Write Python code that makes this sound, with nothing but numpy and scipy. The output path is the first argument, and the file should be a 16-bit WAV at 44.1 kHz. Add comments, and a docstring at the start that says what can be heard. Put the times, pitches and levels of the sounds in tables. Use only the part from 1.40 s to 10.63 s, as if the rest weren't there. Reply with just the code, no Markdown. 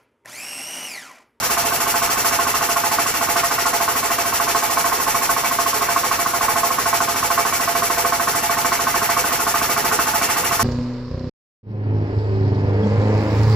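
"""A hard metallic hammering at about thirteen blows a second: an air hammer on a trolley drives into
a rusty axle housing in a paved yard. Each blow knocks, touches again and sets housing modes ringing;
loose parts rattle as noise-timed clicks into more modes, and the valve vents a burst of coloured noise.
Soft piston thumps, a steady leak and a low rumble lie underneath; ground, truck and wall throw short echoes."""
import sys
import numpy as np
from scipy import signal
from scipy.fft import rfft, irfft, next_fast_len
from scipy.io import wavfile

SR = 44100
rng = np.random.default_rng(int(sys.argv[2]) if len(sys.argv) > 2 else 0)


def output_pcm(signal):
    """Save a mono or channel-first signal as 16-bit PCM at the path in sys.argv[1].

    Samples are clipped to [-1, 1] before scaling.
    """
    pcm = np.clip(np.atleast_2d(signal).T, -1, 1) * 32767
    wavfile.write(sys.argv[1], SR, np.round(pcm).astype(np.int16))


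N = 407043  # length [samples]

# Blows: (first contact [s], its level [dB], second touch after it, before if negative [s],
# second touch level [dB], lower bell level [dB], upper bell level [dB])
BLOWS = [(0.022, -12.5, 0.009, -27, -31, -32.5), (0.096, -11.5, 0.0318, -22, -31, -32.5),
         (0.1678, -11, 0.0086, -11, -25, -32), (0.2409, -12.5, -0.015, -17, -26.5, -27),
         (0.3194, -10, -0.011, -12, -27, -28), (0.3995, -14, 0.006, -18, -29, -27),
         (0.466, -9, -0.0055, -17, -29, -27), (0.541, -7, 0.0031, -22, -25.5, -23.0),
         (0.617, -10.0, 0.0223, -16, -26, -31.0), (0.6905, -10.5, -0.017, -16.0, -33, -36),
         (0.765, -15, -0.0062, -15, -34, -37.5), (0.844, -10.5, 0.013, -9, -27, -25),
         (0.917, -11, -0.007, -13, -28, -27), (0.9884, -7, 0.0037, -12, -25, -27),
         (1.0646, -10, -0.013, -12, -31, -29), (1.139, -9.5, 0.014, -20, -33, -34),
         (1.2075, -13, 0.02, -11, -26.5, -23), (1.2879, -11.5, 0.0109, -16, -25, -31.0),
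         (1.359, -10, 0.0075, -8, -25.5, -25), (1.435, -9, 0.0079, -12, -27, -20.0),
         (1.5088, -15, 0.0075, -12, -28, -20.5), (1.583, -8, 0.0035, -12, -25, -26),
         (1.6592, -11.5, 0.0046, -18, -34.0, -43.5), (1.7356, -15.5, 0.0092, -12, -33, -44),
         (1.8084, -11.5, 0.019, -13, -26.5, -23), (1.8834, -11, -0.012, -14, -26.5, -22.5),
         (1.9563, -8, 0.0089, -8, -23.5, -25.0), (2.0317, -10.0, 0.0075, -13, -25, -40),
         (2.1028, -14.0, 0.0078, -10, -30, -26.0), (2.1803, -10, 0.014, -22, -27, -31),
         (2.2541, -8, 0.015, -13.5, -27, -23), (2.3286, -10, 0.0095, -12, -23.5, -22),
         (2.4011, -10.5, 0.0085, -11, -24, -24), (2.478, -6, 0.01, -11, -29, -29),
         (2.5509, -11, 0.015, -15, -33.0, -35), (2.627, -11.5, 0.025, -13, -28.5, -30),
         (2.7013, -9, 0.0123, -15, -27, -29.0), (2.7815, -10.5, 0.011, -20, -25.5, -27),
         (2.8507, -13.0, -0.014, -17, -29, -40), (2.923, -10.0, 0.0075, -18.0, -31, -33),
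         (2.9978, -8, 0.0061, -12, -24.5, -26), (3.074, -10.5, -0.0059, -16, -27, -37),
         (3.1476, -6.5, 0.011, -12, -25, -28), (3.222, -10.5, 0.0128, -14, -29, -24.5),
         (3.2943, -13, 0.025, -14, -32.0, -35), (3.3713, -6, 0.023, -16, -26, -30),
         (3.4421, -10.0, 0.02, -11, -25.5, -29), (3.516, -12, 0.0059, -7.5, -31, -33),
         (3.5977, -14, -0.012, -16, -38, -35), (3.665, -12, 0.015, -13, -28.5, -22),
         (3.7431, -12.5, 0.0075, -10.5, -26.0, -27.0), (3.813, -14, 0.011, -15.5, -33.5, -24.0),
         (3.8912, -9, 0.0054, -11.0, -25.5, -28), (3.963, -11, 0.034, -21.5, -30, -33.0),
         (4.036, -12.5, 0.0076, -13, -28.5, -29), (4.1095, -12.5, 0.0085, -18, -27.5, -36),
         (4.186, -7.5, 0.014, -14, -25, -34), (4.26, -9.5, 0.0112, -17, -29.0, -28),
         (4.33, -11.0, 0.041, -15, -31.0, -33), (4.4095, -11.5, 0.011, -8, -30, -34),
         (4.4856, -9.5, 0.0059, -16, -24, -30), (4.5605, -8, 0.0075, -17, -26.5, -34.5),
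         (4.632, -10.5, 0.013, -18, -32, -39), (4.711, -8, 0.028, -19, -29, -29.5),
         (4.786, -14.5, 0.0111, -19, -26, -32), (4.8584, -9.5, -0.008, -15, -31, -38),
         (4.9325, -11, 0.012, -12.5, -25.5, -29.5), (5.008, -9.5, 0.017, -12, -27, -24.5),
         (5.0823, -7.5, 0.02, -22, -28, -21.5), (5.1564, -11.5, 0.0075, -14.5, -23.5, -24),
         (5.2317, -8, 0.0075, -11.0, -23, -27), (5.3015, -13, 0.0075, -11, -30, -42),
         (5.3831, -9, -0.0063, -14, -37.0, -37.5), (5.4552, -10, 0.0129, -15.5, -26, -26),
         (5.5287, -7, 0.016, -16, -23.5, -31), (5.603, -7.5, 0.0088, -11, -24, -24),
         (5.6761, -13, 0.0085, -15, -25.5, -30), (5.7526, -14, -0.009, -17, -34.0, -35.5),
         (5.826, -11, 0.0152, -19, -29, -24), (5.9019, -7.5, 0.0077, -13, -25, -27),
         (5.9756, -8, 0.013, -10.0, -23.5, -28.5), (6.0508, -7, 0.034, -16.0, -30, -38),
         (6.1239, -9, 0.024, -33, -29, -40), (6.1965, -9.5, 0.014, -22, -28.5, -32.0),
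         (6.274, -10.5, 0.0084, -16, -23, -28), (6.3482, -10, 0.0075, -11.5, -24, -34.0),
         (6.421, -7.5, 0.016, -15.0, -25, -36), (6.499, -7.5, -0.0021, -16, -26, -35.5),
         (6.569, -13, 0.026, -12, -25, -26), (6.6467, -8, 0.0082, -14, -24.5, -31.0),
         (6.7221, -7.5, 0.012, -20, -24, -25), (6.7968, -5.5, 0.018, -23, -25, -36),
         (6.8723, -8, 0.0065, -17, -28, -32), (6.9445, -13.0, -0.0095, -15.0, -26.0, -29.5),
         (7.0203, -20.5, 0.0088, -16.0, -27, -22.5), (7.0936, -8, 0.031, -14.5, -24, -31.0),
         (7.1681, -11, 0.012, -12, -29, -24), (7.2461, -5.5, 0.015, -28, -25.5, -31),
         (7.3185, -6, 0.0093, -13, -26.5, -31.5), (7.392, -11.5, 0.012, -19, -28, -26.5),
         (7.4687, -6.5, 0.0091, -18, -28, -27), (7.5413, -8.5, 0.014, -20, -26.5, -27),
         (7.6163, -9, 0.015, -15.5, -29, -30.0), (7.6894, -8, 0.0097, -10, -24, -30),
         (7.766, -8, 0.0045, -11, -27.0, -30.5), (7.8395, -9.5, 0.032, -17, -28.5, -32.5),
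         (7.9163, -10, -0.009, -15, -27.5, -29), (7.9906, -13, 0.012, -14, -31, -27.5),
         (8.065, -8, 0.012, -16, -26, -30), (8.14, -8.5, 0.016, -12, -27, -27.0),
         (8.2135, -8, 0.031, -13, -28, -25.0), (8.2882, -11, 0.018, -16, -29, -32),
         (8.3618, -10.5, 0.0073, -12, -27, -24), (8.4405, -9, 0.013, -11, -26, -29),
         (8.5136, -6.5, 0.012, -13, -29, -23), (8.5892, -4, 0.0048, -19, -28, -30),
         (8.6656, -11.5, -0.007, -14, -32.0, -24), (8.735, -9, 0.021, -15, -25.5, -24),
         (8.8106, -11.5, 0.011, -12, -27.0, -31), (8.8859, -13.5, 0.014, -14, -32.0, -27.5),
         (8.9605, -10.5, 0.0099, -12, -33, -24), (9.035, -12, 0.0271, -19, -33, -30.5),
         (9.1098, -8.5, 0.021, -11, -25, -27.5), (9.194, -5, 0.01, -11, -25.0, -27)]
# Housing modes struck at once: (pitch [Hz], level from the contact [dB], from other touches [dB], t60 [s])
KNOCK_MODES = [(933, -19, -2, 0.056), (1043, -13.5, -16, 0.06), (1065.2, -3.5, -7, 0.072),
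               (1083, -5, -13, 0.067), (1205, -12.5, -3.5, 0.092), (1271, -2, -17, 0.088),
               (1299, -16, 0.5, 0.042), (1126, -28, -24, 0.051), (1400, -17.5, -22, 0.093),
               (1516, -10, -15.5, 0.093), (1686, 1, 2, 0.012)]
# Housing modes that take up the blow slowly: (pitch [Hz], t60 [s], build-up [s], delay [s], level [dB])
BELL_MODES = [(690.2, 0.16, 0.0093, -0.004, 11.5), (856.7, 0.13, 0.005, 0.009, 11)]
# Gain of the lower knock modes as the tool shifts its seat: (time [s], level [dB])
SEATING = [(0, -0.5), (1.2, 0.5), (2.6, 0.5), (3.4, 4), (4.3, 2.5), (5.2, 3), (6.5, 0.5), (7.6, 1),
           (8.3, -3), (9.23, 0)]
PIVOT_HZ, UPPER_LOSS = 1110, 0.35  # knock modes above lose this share of the seating gain
CHATTER_DB, CHATTER_SPREAD_DB = -26, 4  # three lesser touches: mean level and spread per blow
CHATTER_S = (0.00092, 0.022)  # range of their delay after the contact
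# Blows weaker than SQUARE_DB glance: upper knock modes start scattered over this time, bells later still
SQUARE_DB, GLANCE_S_PER_DB, BELL_LATE = -7, 0.0005, 1.496
CONTACT_HZ = (898, 1540)  # a short contact on a heavy body radiates little outside this band


def hammer():
    """A contact, a second touch and three lesser touches ring the same modes; the bells swell a little later."""
    blow_s, first_db, second_s, second_db, *bell_levels = np.transpose(BLOWS)
    count = len(blow_s)
    chatter_s = blow_s[:, None] + rng.uniform(*CHATTER_S, size=(count, 3))
    chatter_db = CHATTER_DB + CHATTER_SPREAD_DB * rng.standard_normal(count)
    seat_db = over_time(SEATING, blow_s)
    late_s = GLANCE_S_PER_DB * np.maximum(SQUARE_DB - first_db, 0)

    knock = np.zeros(N)
    for hz, struck_db, again_db, t60 in KNOCK_MODES:
        lean_db = seat_db if hz < PIVOT_HZ else -UPPER_LOSS * seat_db
        # the lesser touches vary more than the first two
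        spread_db = rng.normal(0, 1, (count, 5)) * [1, 1, 3, 3, 3] + lean_db[:, None]
        start_s = blow_s + (hz > PIVOT_HZ) * late_s * rng.random(count)
        lesser_db = chatter_db[:, None] + again_db + spread_db[:, 2:]
        hits = clicks(start_s, first_db + struck_db + spread_db[:, 0])
        hits += clicks(blow_s + second_s, second_db + again_db + spread_db[:, 1])
        hits += clicks(chatter_s.ravel(), lesser_db.ravel())
        knock += ring(hits, hz, t60)
    out = band(knock, 3, CONTACT_HZ)

    for level_db, (hz, t60, build_s, delay_s, mode_db) in zip(bell_levels, BELL_MODES):
        # a short ring feeding a long one of the same pitch swells before it dies
        hits = clicks(blow_s + delay_s + BELL_LATE * late_s, level_db + mode_db)
        feed = ring(hits, hz, build_s * np.log(1000))  # time constant to t60
        out += ring(feed, hz, t60) * 2 / (build_s * SR)
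    return out


# Modes shaken by loose parts after the blow: (pitch [Hz], level [dB], t60 [s])
RATTLE_MODES = [(348, -12, 0.065), (392, -5.5, 0.048), (429.4, -4, 0.1), (500, -1, 0.12),
                (742, -6.5, 0.096), (837, -6, 0.11), (885, 3.5, 0.11), (1209, 2.5, 0.11), (1405, 5, 0.087),
                (1525, -3, 0.089), (1762, -0.5, 0.068), (1855, -1.5, 0.075), (1950, -3.5, 0.086),
                (2030, 3.5, 0.083), (2112, 1.5, 0.087), (2285, 0, 0.1), (2540, -13, 0.062),
                (2650, -4, 0.047), (2742, -1, 0.1), (2865, 0, 0.075)]
# Rattling modes as the tool shifts: (time [s], then the level in each drift band, low to high [dB])
RATTLE_DRIFT = [(0, -1, -1, -2, 4), (1.5, -1.5, 1.5, -3, 3), (3.5, -1, 0, 0, 0), (5.5, 0, -1, 1, -2),
                (7.5, 0.5, 1, 1.5, 0.5), (9.23, 3, 2.5, -1, 5)]
# Drift bands: (low edge [Hz], high edge [Hz])
DRIFT_BANDS = [(0, 600), (1700, 2200), (2200, 2400), (2400, 3000)]
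# touch rate just after a blow, level of the weakest touch before mode levels, fade time constant
RATTLE_PER_S, RATTLE_DB, RATTLE_FADE_S = 2600, -35.5, 0.028
SHAKE_SPREAD_DB = 1.4  # each blow shakes each mode by a strength of its own
# the contact also strikes these modes, this far under its own level, one after another within the scatter
JOLT_DB, JOLT_SCATTER_S = -24.5, 0.005


def rattle():
    """Rust flakes and loose parts chatter, thickest just after each blow; each touch rings one mode."""
    moments = cycle()
    shaken = lag(clicks(moments + 0.003, np.zeros(len(moments))), RATTLE_FADE_S) * RATTLE_FADE_S * SR
    touched = rng.random(N) < RATTLE_PER_S * (shaken + 0.05) / SR
    size_db = RATTLE_DB + 3.3 * np.minimum(rng.exponential(1, N), 3.5)
    touches = from_db(size_db) * rng.choice([-1, 1], N) * touched
    chosen_mode = rng.integers(0, len(RATTLE_MODES), N)

    blow_s, first_db, *_ = np.transpose(BLOWS)
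    grid = (len(blow_s), len(RATTLE_MODES))
    jolt_db = first_db[:, None] + JOLT_DB + rng.normal(0, 3, grid)
    jolt_s = blow_s[:, None] + JOLT_SCATTER_S * rng.random(grid)

    shake = from_db(rng.normal(0, SHAKE_SPREAD_DB, grid))
    drift_s, *drift_db = np.transpose(RATTLE_DRIFT)
    for band_db, (low, high) in zip(drift_db, DRIFT_BANDS):
        inside = [low < hz < high for hz, *_ in RATTLE_MODES]
        shake = shake * from_db(np.outer(np.interp(blow_s, drift_s, band_db), inside))

    latest_blow = np.clip(np.searchsorted(blow_s, np.arange(N) / SR) - 1, 0, None)
    out = np.zeros(N)
    for k, (hz, db, t60) in enumerate(RATTLE_MODES):
        hits = touches * (chosen_mode == k) * shake[latest_blow, k]
        hits += clicks(jolt_s[:, k], jolt_db[:, k])
        out += from_db(db) * ring(hits, hz, t60)
    return out


# Ground, truck and wall: (left delay [s], right delay [s], level [dB])
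ECHOES = [(.0012, .0019, -8.5), (.0036, 0.004496, -15), (.0078, .0088, -21), (.0152, .0163, -9),
          (.0205, .0187, -33), (.029, .026, -16.5), (.037, .04, -25)]


def yard(x):
    """Dull echoes of alternating sign, arriving at other moments at each port."""
    dull = lag(x, 0.00003)
    out = np.zeros((2, N))
    for k, (*delays, db) in enumerate(ECHOES):
        for side, seconds in enumerate(delays):
            d = int(seconds * SR)
            out[side, d:] += (-1) ** (k + side) * from_db(db) * dull[:-d]
    return out


GROUND_S, GROUND_DB = 0.002672, 0  # the paving returns the knock at once


def metal():
    """Hammer and rattle with the paving's return in common; the yard echoes are each port's own part."""
    steel = hammer() + rattle()
    bounce = int(GROUND_S * SR)
    heard = steel + from_db(GROUND_DB) * np.r_[np.zeros(bounce), steel[:-bounce]]
    return from_db(-5.0) * ports(heard, *yard(steel))


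# valve timing: opening after the blow, rise time constant, hold from the opening, fall time constant
VENT_OPEN_S, VENT_RISE_S, VENT_SHUT_S, VENT_FALL_S = 0.0045, 0.0075, 0.04, 0.027


def flow():
    """The valve opens fast after each blow, holds, and the pressure then drains slowly."""
    starts = cycle() + VENT_OPEN_S
    t = np.arange(N) / SR
    strength = from_db(rng.normal(0, 0.5, len(starts)))
    out = np.zeros(N)
    for start, gain in zip(starts, strength):
        span = slice(max(int(start * SR) + 1, 0), int((start + 0.2) * SR))
        since = t[span] - start
        opening = 1 - np.exp(-since / VENT_RISE_S)
        draining = np.exp(-np.maximum(since - VENT_SHUT_S, 0) / VENT_FALL_S)
        out[span] += gain * opening * draining
    return out


# Colour of the vented air: (frequency [Hz], relative level per Hz [dB])
VENT_COLOUR = [(200, -5.5), (450, -2.5), (1000, 2), (1500, 1), (2500, 1.5), (3650, -5), (3850, -8),
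               (4400, -0.5), (5050, -1.5), (5750, 3.5), (5920, -1), (6300, 1.5), (7000, 1.5), (9400, 0),
               (9700, -0.5), (11500, -3), (13500, 1), (14700, 2.5), (15000, -5.5), (15700, 0)]
# Air supply, as loudness of the vent before VENT_DB: (time [s], level [dB])
PRESSURE = [(0, -24.5), (1.5, -25.5), (3.3, -26), (5.5, -26.5), (7.5, -26.5), (8.3, -25), (9.23, -25.5)]
VENT_DB = 6  # vent over the supply level
JET_GROUND_S, JET_GROUND_DB = 0.002283, -16  # the paving also returns the jet, which ripples its spectrum
WHISTLE_HZ, WHISTLE_WIDTH_HZ, WHISTLE_DB = 5720, 49, -25  # edge tone of the vent port
# band edges, waver depth (standard deviation), time constant of each smoothing pass
JET_SPLITS_HZ, JET_WAVER_DB, JET_WAVER_S = (2520, 4570, 6700, 9800, 13000), 1.72, 0.012


def vent(puffs):
    """Jet noise with an edge tone; it follows the flow and the supply pressure, flutters and changes colour."""
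    jet = air(VENT_COLOUR)
    bounce = int(JET_GROUND_S * SR)
    jet = jet + from_db(JET_GROUND_DB) * np.roll(jet, bounce, axis=1)
    whistle = signal.lfilter(*signal.iirpeak(WHISTLE_HZ, WHISTLE_HZ / WHISTLE_WIDTH_HZ, SR), jet)
    jet = jet + from_db(WHISTLE_DB) * whistle / whistle.std()

    # differences of successive low-passes split the jet; each band wavers on its own
    lows = [0]
    for hz in JET_SPLITS_HZ:
        lows.append(signal.sosfiltfilt(signal.butter(3, hz, fs=SR, output="sos"), jet))
    lows.append(jet)
    waver = lag(lag(rng.standard_normal((len(lows) - 1, N)), JET_WAVER_S), JET_WAVER_S)
    wavering = np.zeros((2, N))
    for w, low, high in zip(waver, lows, lows[1:]):
        wavering += from_db(JET_WAVER_DB * w / w.std()) * (high - low)

    flutter = lag(rng.standard_normal(N), 0.001)
    flutter_db = 0.38 * flutter / flutter.std()
    supply_db = over_time(PRESSURE, np.arange(N) / SR)
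    return from_db(supply_db + VENT_DB + flutter_db) * puffs * wavering


# Piston thumps through the trolley: (time after the cycle moment [s], pitch [Hz], t60 [s], level [dB])
THUMPS = [(0.0028, 82, 0.042, -40), (0.0111, 93, 0.034, -36), (0.00965, 140, 0.037, -40),
          (0.0029, 268, 0.032, -27), (0.0391, 61, 0.036, -37), (0.0553, 88, 0.051, -38),
          (0.049, 163, 0.054, -37.5), (0.065, 271, 0.041, -35)]
# How hard the stroke shakes the trolley: (time [s], level [dB])
PUSH = [(0, 0), (1.5, 1.5), (3, -0.5), (4.5, -1.5), (5.5, 1.5), (7, 1.5), (8.5, 4), (9.23, -1)]


def thumps():
    """Both ends of the piston stroke push the trolley; the push is soft and alike in both ports."""
    moments = cycle()
    push_db = over_time(PUSH, moments)
    push = np.zeros(N)
    for after_s, hz, t60, db in THUMPS:
        hit_db = db + push_db + rng.normal(0, 0.67, len(moments))
        push += ring(clicks(moments + after_s, hit_db), hz, t60)
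    soft = band(push, 4, [46, 330])
    return ports(soft, soft, soft)


# Colour of the leak and yard noise: (frequency [Hz], relative level per Hz [dB])
LEAK_COLOUR = [(25, -22), (45, -20), (80, -6), (185, -8), (260, 2), (450, -2.5), (1100, 7.5), (2200, -4),
               (3800, -6), (5700, -3.5), (9200, -9), (11000, -8.5), (15700, -8)]


def leak():
    """Steady coloured noise of leaking air and the yard."""
    return from_db(-26.5) * air(LEAK_COLOUR)


# Low gusts on the microphone: (time [s], level [dB])
RUMBLE = [(0, -47), (2.0, -51), (6.0, -46), (8.2, -44), (8.9, -42), (9.23, -35.5)]


def rumble():
    """Low lumpy noise, mostly alike in both ports."""
    noise = rng.standard_normal(N) + 0.37 * rng.standard_normal((2, N))
    low = band(noise, 2, [55, 200])
    return from_db(over_time(RUMBLE, np.arange(N) / SR)) * low / low.std()


def cycle():
    """Moments [s] of the piston's even cycle: smoothed blow times, with one more before the start."""
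    s = signal.savgol_filter(np.transpose(BLOWS)[0], window_length=15, polyorder=2)
    return np.r_[2 * s[0] - s[1], s]


# Port level difference: (frequency [Hz], left minus right [dB])
TILT = [(60, 0), (110, -.5), (200, -2.5), (380, -6.0), (700, -6.5), (1100, -1.5), (2400, -1.2), (4400, -.6),
        (6000, 0)]
# Port phase difference: (frequency [Hz], left leads right by [rad])
LEAD = [(1, 0), (950, .4), (1720, .15), (2760, .7), (3960, 0), (4740, 1.9), (5600, 1.3), (8350, 3.1),
        (9560, 3.1), (10100, .2), (11000, 1.5), (11900, 1.3), (14600, 3.1), (15400, 3.1)]
# Port likeness: (frequency [Hz], share of power common to both ports [0-1])
LIKENESS = [(60, .92), (140, .8), (300, .82), (500, .6), (800, .3), (1200, .33), (2000, .48), (3300, .25),
            (3900, .55), (4900, .2), (5600, .48), (7900, .45), (8700, .95), (9450, .95), (9750, .3),
            (11200, .25), (13500, .45), (15000, .6)]


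def ports(common, left, right, spectrum=((1, 0), (2, 0))):
    """Two microphone ports: a shared sound, tilted and phase shifted, plus each port's own part."""
    size = next_fast_len(N + 4096)
    hz = np.arange(size // 2 + 1) * SR / size
    alike = np.clip(at_hz(LIKENESS, hz), 0, 1)
    shared, own = np.sqrt(alike) * rfft(common, size), np.sqrt(1 - alike)
    # each port takes half of the phase and level difference
    turn = np.exp(0.5j * at_hz(LEAD, hz))
    tilt = from_db(at_hz(TILT, hz) / 2)
    left_port = tilt * (shared * turn + own * rfft(left, size))
    right_port = (shared / turn + own * rfft(right, size)) / tilt
    colour = from_db(at_hz(spectrum, hz))
    return irfft(colour * np.array([left_port, right_port]), size)[:, :N]


def air(spectrum):
    """Stereo noise of a given colour, rms 1."""
    noise = ports(*rng.standard_normal((3, N)), spectrum)
    return noise / noise.std()


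def from_db(db):
    """Gain of a level in dB."""
    return 10 ** (np.asarray(db) / 20)


def at_hz(points, hz):
    """Reads a (frequency [Hz], value) table on a log axis."""
    points = np.array(points)
    return np.interp(np.log(hz + 1), np.log(points[:, 0] + 1), points[:, 1])


def over_time(points, seconds):
    """Reads a (time [s], level [dB]) table along straight lines."""
    return np.interp(seconds, *np.transpose(points))


def clicks(times, db):
    """A train of single-sample clicks."""
    out = np.full(N, 1e-18)  # a trace above zero keeps the filters fast
    at = np.round(np.asarray(times) * SR).astype(int)
    inside = (at >= 0) & (at < N)
    np.add.at(out, at[inside], from_db(db)[inside])
    return out


def ring(x, hz, t60):
    """A two-pole resonator: a unit click sets a decaying sine of height 1 ringing."""
    r, w = from_db(-60 / (t60 * SR)), 2 * np.pi * hz / SR
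    return signal.lfilter([0, np.sin(w)], [1, -2 * r * np.cos(w), r * r], x)


def lag(x, seconds):
    """One-pole smoothing with a time constant."""
    r = np.exp(-1 / (seconds * SR))
    return signal.lfilter([1 - r], [1, -r], x)


def band(x, order, edges_hz):
    """Butterworth band-pass."""
    return signal.sosfilt(signal.butter(order, edges_hz, "band", fs=SR, output="sos"), x)


def scene():
    """Hammer and rattle, vent, thumps, leak and rumble."""
    return metal() + vent(flow()) + thumps() + leak() + rumble()


def record(dry):
    """The microphone drops the deepest bass; the top is cut steeply."""
    thin = signal.sosfilt(signal.butter(2, 22, "high", fs=SR, output="sos"), dry)
    return signal.sosfilt(signal.cheby2(30, 70, 15650, fs=SR, output="sos"), thin)  # stopband from 15650 Hz


dry = scene()
out = record(dry)
output_pcm(out)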